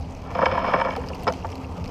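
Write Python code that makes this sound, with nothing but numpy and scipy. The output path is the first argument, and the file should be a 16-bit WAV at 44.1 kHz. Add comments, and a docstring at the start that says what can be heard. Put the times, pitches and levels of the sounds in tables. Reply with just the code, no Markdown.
"""On the stern of a sailboat, something drags and jolts along the rail that carries the microphone:
slips and bursts of force ring resonators, and dispersion brings the treble first; knocks on the mount
come undelayed. Water washes past as banded noise, with fizz of ringing bubbles, spatter and single
droplets, over low wind rumble and the faint drone of a far motor made of wavering harmonics."""
import sys
import numpy as np
from scipy import signal
from scipy.fft import rfft, irfft, next_fast_len
from scipy.io import wavfile
from scipy.ndimage import uniform_filter1d

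SR = 44100
rng = np.random.default_rng(int(sys.argv[2]) if len(sys.argv) > 2 else 0)


def field_ratio(decibels):
    """Amplitude ratio for a level in dB (20 dB per decade); scalars and array-likes work."""
    return 10 ** (np.asarray(decibels, dtype=float) / 20)


def to_wav(s):
    """Save 16-bit WAV."""
    ch = np.atleast_2d(s).T  # columns
    pcm = np.round(np.clip(ch, -1, 1) * 32767)  # PCM
    wavfile.write(sys.argv[1], SR, pcm.astype(np.int16))


N = 83790

# Pressure of the drag along the rail. Each row: time in seconds, relative level in dB.
DRAG_PRESSURE = [(0.2, -38.5), (0.332, -42), (0.402, -30.5), (0.55, -28.5), (0.61, -26.5), (0.68, -26.5),
                 (0.768, -27), (0.94, -36.5), (1.048, -50), (1.15, -40)]
# Jolts on the rail. Each row: start in seconds, relative level in dB, bass share in dB,
# treble share in dB, length in milliseconds.
JOLTS = [(0.351, -17, -8, -9.5, 8.3), (0.388, -9, -15.5, -37, 2.4), (0.417, -10.5, -12.5, -53, 2),
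         (0.425, -8, -10, -20.5, 8.8), (0.458, -3, -22.5, -11.5, 8.7), (0.516, -16, -14, -12, 3.7),
         (0.523, -18.5, -13, -9.5, 6.3), (0.578, -9, -30, -29.5, 1.4), (0.643, -10.5, -15, -21, 8.2),
         (0.674, -19.5, -5, -4, 18), (0.734, -6, -11.5, -17.5, 17.6), (0.738, -7, -20.5, -24, 3.6),
         (0.762, -13, -16, -33, 5.9), (0.8, -11, -16, -13.5, 4.6), (0.813, -6.5, -23, -14.5, 6.2),
         (0.85, -12.5, -12.5, -17, 2.9), (0.864, -14.5, -12, -31.5, 17), (0.884, -15, -12.5, -42, 10),
         (0.908, -25.5, -30, -1.5, 1.9), (0.954, -20, -17, -12, 1.5), (0.963, -23.5, -8, -5.5, 5.5),
         (1.013, -28.5, -20, -27, 5.6), (1.037, -24, -29, -14, 5.6), (1.101, -25, -12.5, -22, 6.3)]
# Knocks on the mount itself, right at the microphone. Each row: as for the jolts.
KNOCKS = [(1.268, -10.5, -14.5, -20, 7.1), (1.277, -13, -11, -4.5, 1.4), (1.279, -10.5, -10.5, -10, 9.7),
          (1.297, -28.5, 2.5, -22, 8.8), (1.445, -20, -12.5, -34, 11)]


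def rail():
    """Dispersion of bending waves: drag and jolts arrive treble first, knocks at the mount at once."""
    slips_per_s, slip_spread_db = 1500, 2.5
    drag_db, swing_db, swing_hz, drag_treble_db = -3, 1.5, 24.7, 7.5
    lag_at_1k_s = 0.005
    t = np.arange(N) / SR
    fade = np.clip(np.minimum(t - DRAG_PRESSURE[0][0], DRAG_PRESSURE[-1][0] - t) / 0.1, 0, 1)
    slips = rms_one(grains(slips_per_s, slip_spread_db))
    slips = slips * field_ratio(in_time(DRAG_PRESSURE) + drag_db + swing_db * drift(swing_hz)) * fade
    drag_force = np.array([slips, slips, slips * field_ratio(drag_treble_db)]) * field_ratio(19.0)

    rough = rng.choice([-1., 1.], N)
    far = body(drag_force + blows(JOLTS, rough), thud_db=-12.5, low_hz=464, tilt_db=0)

    # bending waves travel with the root of pitch; delays are relative to the arrival at 1 kHz
    size = next_fast_len(N + SR // 4)
    khz = np.arange(size // 2 + 1) * SR / size / 1000
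    dispersion = np.exp(-2j * np.pi * 1000 * lag_at_1k_s * (2 * np.sqrt(khz) - khz))
    far = irfft(rfft(far, size) * dispersion, size)[:N]

    # knocks: more and deeper thud, brighter treble
    near = body(blows(KNOCKS, rough), thud_db=-10.5, low_hz=161, tilt_db=10)
    return far + near


def blows(rows, rough):
    """Impulsive excitation: whitened bursts of chatter, as force on bass, middle and treble modes."""
    bass_gain_db, mid_gain_db, treble_gain_db = 10.5, -4, 16
    rise_share = 0.05   # rise time as share of the length
    force, t = np.zeros((3, N + SR)), np.arange(2048) / SR
    for s, db, bass_db, treble_db, ms in rows:
        i = int(s * SR)
        u = t / (max(ms, .5) / 1000)
        envelope = (1 - np.exp(-u / rise_share)) * np.exp(-u * u)
        spectrum = rfft(rough[i:i + len(t)] * envelope)
        # dividing by the smoothed spectrum evens the colour
        push = irfft(spectrum / np.sqrt(uniform_filter1d(np.abs(spectrum) ** 2, size=21)))
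        shares_db = np.array([[bass_db + bass_gain_db], [mid_gain_db], [treble_db + treble_gain_db]])
        force[:, i:i + len(t)] += push * field_ratio(db + 35) * field_ratio(shares_db)
    return force[:, :N]


# Resonances of rail and mount. Each row: frequency in Hz, bandwidth in Hz, relative level in dB.
RAIL_MODES = [(186.5, 33, -1), (517.3, 32.6, 6), (691, 38, 1.5), (917, 44.7, 6.5), (1032, 107, -1),
              (1366, 110, -7), (1726, 193, -4), (2257, 81, -13.5), (2823, 153, -27), (3057, 76, -21),
              (3384, 510, -32), (4370, 150, -35.5), (4890, 58, -34.5), (5145, 204, -28)]


def body(force, thud_db, low_hz, tilt_db):
    """Modal superposition: resonances of rail and mount add to a broad thud; tilt in dB per octave."""
    bass_below_hz, treble_above_hz = 800, 2000
    soft_hz, thud_high_hz, top_hz = 2240, 1506, 6100
    # bass and middle modes get a force without its treble
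    soft = signal.sosfilt(signal.butter(3, soft_hz, fs=SR, output="sos"), force[:2])
    out = 0
    for k, (hz, width, db) in enumerate(RAIL_MODES):
        if hz < treble_above_hz:
            drive = soft[int(hz > bass_below_hz)]
        else:
            drive = force[2] * field_ratio(tilt_db * np.log2(hz / 3500))
        out = out + (-1) ** k * field_ratio(db) * resonate(drive, hz, width)   # signs alternate
    thud_band = signal.butter(3, [low_hz, thud_high_hz], "band", fs=SR, output="sos")
    thud = signal.sosfilt(thud_band, soft[0] + soft[1])
    return signal.sosfilt(signal.butter(4, top_hz, fs=SR, output="sos"), out + field_ratio(thud_db) * thud)


# Single droplets bursting nearby. Each row: start in seconds, relative level in dB,
# starting pitch in Hz, crack level against the droplet in dB.
DROPS = [(0.1232, -40, 6500, -28), (0.15, -35, 5740, -34), (0.9639, -30.5, 4270, -11),
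         (1.0865, -25, 5000, -40), (1.148, -30.5, 4500, -12), (1.206, -41, 5100, -19),
         (1.234, -33, 4440, -2.5), (1.297, -38, 4860, -29), (1.3242, -26, 5770, -16),
         (1.3365, -30, 4240, -23), (1.468, -38, 4960, -10), (1.519, -32, 5170, -19),
         (1.555, -30.5, 4250, -13), (1.8422, -30, 4890, -37), (1.878, -31, 4940, -25)]
# Larger bubbles. Each row: start in seconds, level in dB, starting pitch in Hz.
BUBBLES = [(.966, -20, 740), (.979, -18, 466), (1.106, -30, 510), (1.318, -20, 660), (1.134, -21, 2600),
           (1.241, -33, 2680), (1.34, -27.5, 2920), (1.426, -28, 2600), (1.445, -18, 850),
           (1.527, -27.5, 2960), (1.646, -25, 2540), (1.78, -26.5, 576)]


def drops():
    """Bubble resonance: a decaying ping of rising pitch; droplets add a noisy splat and bright crack."""
    drop_cycles, bubble_cycles = 22, 36   # cycles until 60 dB down, above and up to 1 kHz
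    rise = 0.12
    ping_db, splat_db, crack_db = 4, -9.5, -3   # gains for droplets
    burst_s = 0.0086   # splat and crack fall to 5 % in this time
    pings, splat, crack = np.zeros((3, N + SR))
    u = np.arange(SR // 10) / SR
    fall = np.exp(-u / burst_s * 3)
    noise = rng.standard_normal((2, N))
    for s, db, hz, *crack_share_db in list(DROPS) + list(BUBBLES):
        here = slice(int(s * SR), int(s * SR) + len(u))
        is_drop = len(crack_share_db)   # bubbles have no crack column
        cycles, ring = u * hz, drop_cycles if hz > 1000 else bubble_cycles
        envelope = np.minimum(cycles / 3, 1) * np.exp(-6.9 * cycles / ring)
        tone = np.sin(2 * np.pi * cycles * (1 + rise * cycles / ring))
        pings[here] += field_ratio(db + ping_db * is_drop) * envelope * tone
        splat[here] += is_drop * field_ratio(db + splat_db) * fall
        crack[here] += sum(field_ratio(db + c + crack_db) for c in crack_share_db) * fall
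    bright = signal.butter(2, 7500, "high", fs=SR, output="sos")
    cracks = signal.sosfilt(bright, crack[:N] * noise[1])
    return pings[:N] + water_colour(splat[:N] * noise[0]) + cracks


# Level of the wash, rumble included; fizz follows it too. Each row: time in seconds, level in dB.
FLOW = [(0, -36.5), (.3, -35.5), (.9, -36), (1.2, -31), (1.5, -34), (1.9, -33.5)]
# Wind rumble against the wash. Each row: time in seconds, gain in dB.
RUMBLE = [(0, 2), (.25, -2), (.7, -2), (1.3, -5.5), (1.6, -4), (1.9, -6)]
# Spectrum of wash and wind. Each row: frequency in Hz, relative density in dB per Hz.
WASH_SPECTRUM = [(15, -33), (28, 4), (50, -5.5), (68, 11.5), (100, 3), (140, 0.5), (180, -2.5), (230, -2.5),
                 (338, -15), (454, -6.5), (563, -12), (842, -8.5), (1190, -20.5), (1480, -33), (2670, -27),
                 (3690, -42.5), (4500, -34), (6480, -40), (8710, -53.5), (13400, -53), (15300, -61)]


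def wash():
    """Band-filtered turbulence: third octaves of noise flicker partly together, partly alone."""
    rumble_below_hz = 230
    out, shared = 0, drift(30)
    edges = 20 * 2 ** np.arange(0, 9.7, 1 / 3)
    rumble_db = in_time(RUMBLE) + 0.7 * drift(15)
    white = rng.standard_normal((2, N + SR // 2))   # neighbouring bands use different noise
    f, level = np.transpose(WASH_SPECTRUM)
    for k, (low, high) in enumerate(zip(edges, edges[1:])):
        band_filter = signal.butter(2, [low, high], "band", fs=SR, output="sos")
        band = signal.sosfilt(band_filter, white[k % 2])[-N:]
        db = np.interp(np.log(low * high) / 2, np.log(f), level)
        db = db + rumble_db * (low < rumble_below_hz)
        flicker_db = 1.9 * shared * (low > 1000) + 1.8 * drift(9.0)
        out = out + band * field_ratio(db + flicker_db)
    return rms_one(out) * field_ratio(in_time(FLOW))


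def fizz():
    """Resonance of small bubbles: random clicks ring a few cycles; spatter is short noise; both clump."""
    bubbles_per_s, bubble_spread_db, bubble_db, tilt_db_per_octave = 700, 7.5, -26.5, -5.5
    spatters_per_s, spatter_spread_db, spatter_db, spatter_s = 300, 3.6, -21, 0.0006
    ring_q = 7   # centre frequency over bandwidth
    flow, clumps = in_time(FLOW), drift(21)
    clicks = grains(bubbles_per_s * field_ratio(4.1 * clumps), bubble_spread_db)
    dealt = rng.integers(0, 20, N)   # which pitch each click excites
    bubbles = 0
    for k, hz in enumerate(np.geomspace(2200, 11000, 20)):
        ringing = resonate(clicks * (dealt == k), hz, hz / ring_q)
        ringing = resonate(ringing, hz, hz / ring_q)
        bubbles = bubbles + rms_one(ringing) * field_ratio(tilt_db_per_octave * np.log2(hz / 2200))
    hits = np.abs(grains(spatters_per_s * field_ratio(1.6 * clumps), spatter_spread_db))
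    bursts = signal.lfilter([1], [1, -np.exp(-1 / (spatter_s * SR))], hits)
    spatter = water_colour(bursts * rng.standard_normal(N))
    return rms_one(bubbles) * field_ratio(flow + bubble_db) + rms_one(spatter) * field_ratio(flow + spatter_db)


def water_colour(x):
    """Linear filtering by the upper part of the wash spectrum; white of rms 1 stays near rms 1."""
    low_hz = 1730
    f, (hz, db) = np.arange(1, N // 2 + 2) * SR / N, np.transpose(WASH_SPECTRUM)
    gain = field_ratio(np.interp(np.log(f), np.log(hz), db)) / np.sqrt(1 + (low_hz / f) ** 8)
    return irfft(rfft(x) * rms_one(gain), N)


# Motor drone. Each row: multiple of the fundamental, mid level in dB.
MOTOR_HARMONICS = [(1, -45), (2, -47), (3, -47)]


def motor():
    """Harmonic synthesis: multiples of one slightly wavering fundamental, each drifting in level."""
    fundamental_hz, waver, level_swing_db = 87.5, 0.004, 4.9
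    phase = 2 * np.pi * np.cumsum(fundamental_hz * (1 + waver * drift(3.1))) / SR
    out = 0
    for multiple, db in MOTOR_HARMONICS:
        level = np.sqrt(2) * field_ratio(db + level_swing_db * drift(11))
        out = out + level * np.sin(round(multiple) * phase + rng.uniform(0, 2 * np.pi))
    return out


def in_time(rows):
    """Linear interpolation: join curve rows by straight lines."""
    s, v = np.transpose(rows)
    return np.interp(np.arange(N) / SR, s, v)


def rms_one(x):
    """Power normalisation: scale to rms 1."""
    return x / np.sqrt(np.mean(x ** 2) + 1e-20)


def drift(rate):
    """Low-passed noise: a slow random curve of spread 1, its rate in Hz."""
    step = 40   # samples between points
    r = np.exp(-2 * step * np.pi * rate / SR)
    white = rng.standard_normal(N // step + 2002)
    slow = signal.lfilter([1], [1, -2 * r, r * r], white)[2000:]
    return np.interp(np.arange(N) / step, np.arange(len(slow)), rms_one(slow))


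def resonate(x, hz, width):
    """Damped oscillator: a two-pole resonance of peak gain 1, width in Hz."""
    r = np.exp(-np.pi * width / SR)
    zeros = np.array([1, 0, -1]) * (1 - r * r) / 2
    poles = [1, -2 * r * np.cos(2 * np.pi * hz / SR), r * r]
    return signal.lfilter(zeros, poles, x + 1e-18)


def grains(rate, spread_db):
    """Poisson-like process: random clicks of uneven size and either sign, rate per second."""
    sizes = field_ratio(spread_db * np.minimum(rng.exponential(1, N), 4)) * rng.choice([-1, 1], N)
    return sizes * (rng.random(N) < rate / SR)


def scene():
    """Superposition: all sources add at one microphone."""
    return (rail() + wash() + fizz() + drops() + motor())[None]


def band_limit(x):
    """A steep low-pass at the top of the band."""
    return signal.sosfilt(signal.butter(12, 15460, fs=SR, output="sos"), x)


def record(dry):
    """Band limitation: a steep low-pass cuts the top."""
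    low_pass = signal.cheby2(10, 50, 15750, fs=SR, output="sos")   # 50 dB down from 15750 Hz
    mix = signal.sosfilt(low_pass, dry)
    return band_limit(mix)


dry = scene()
out = record(dry)
to_wav(out)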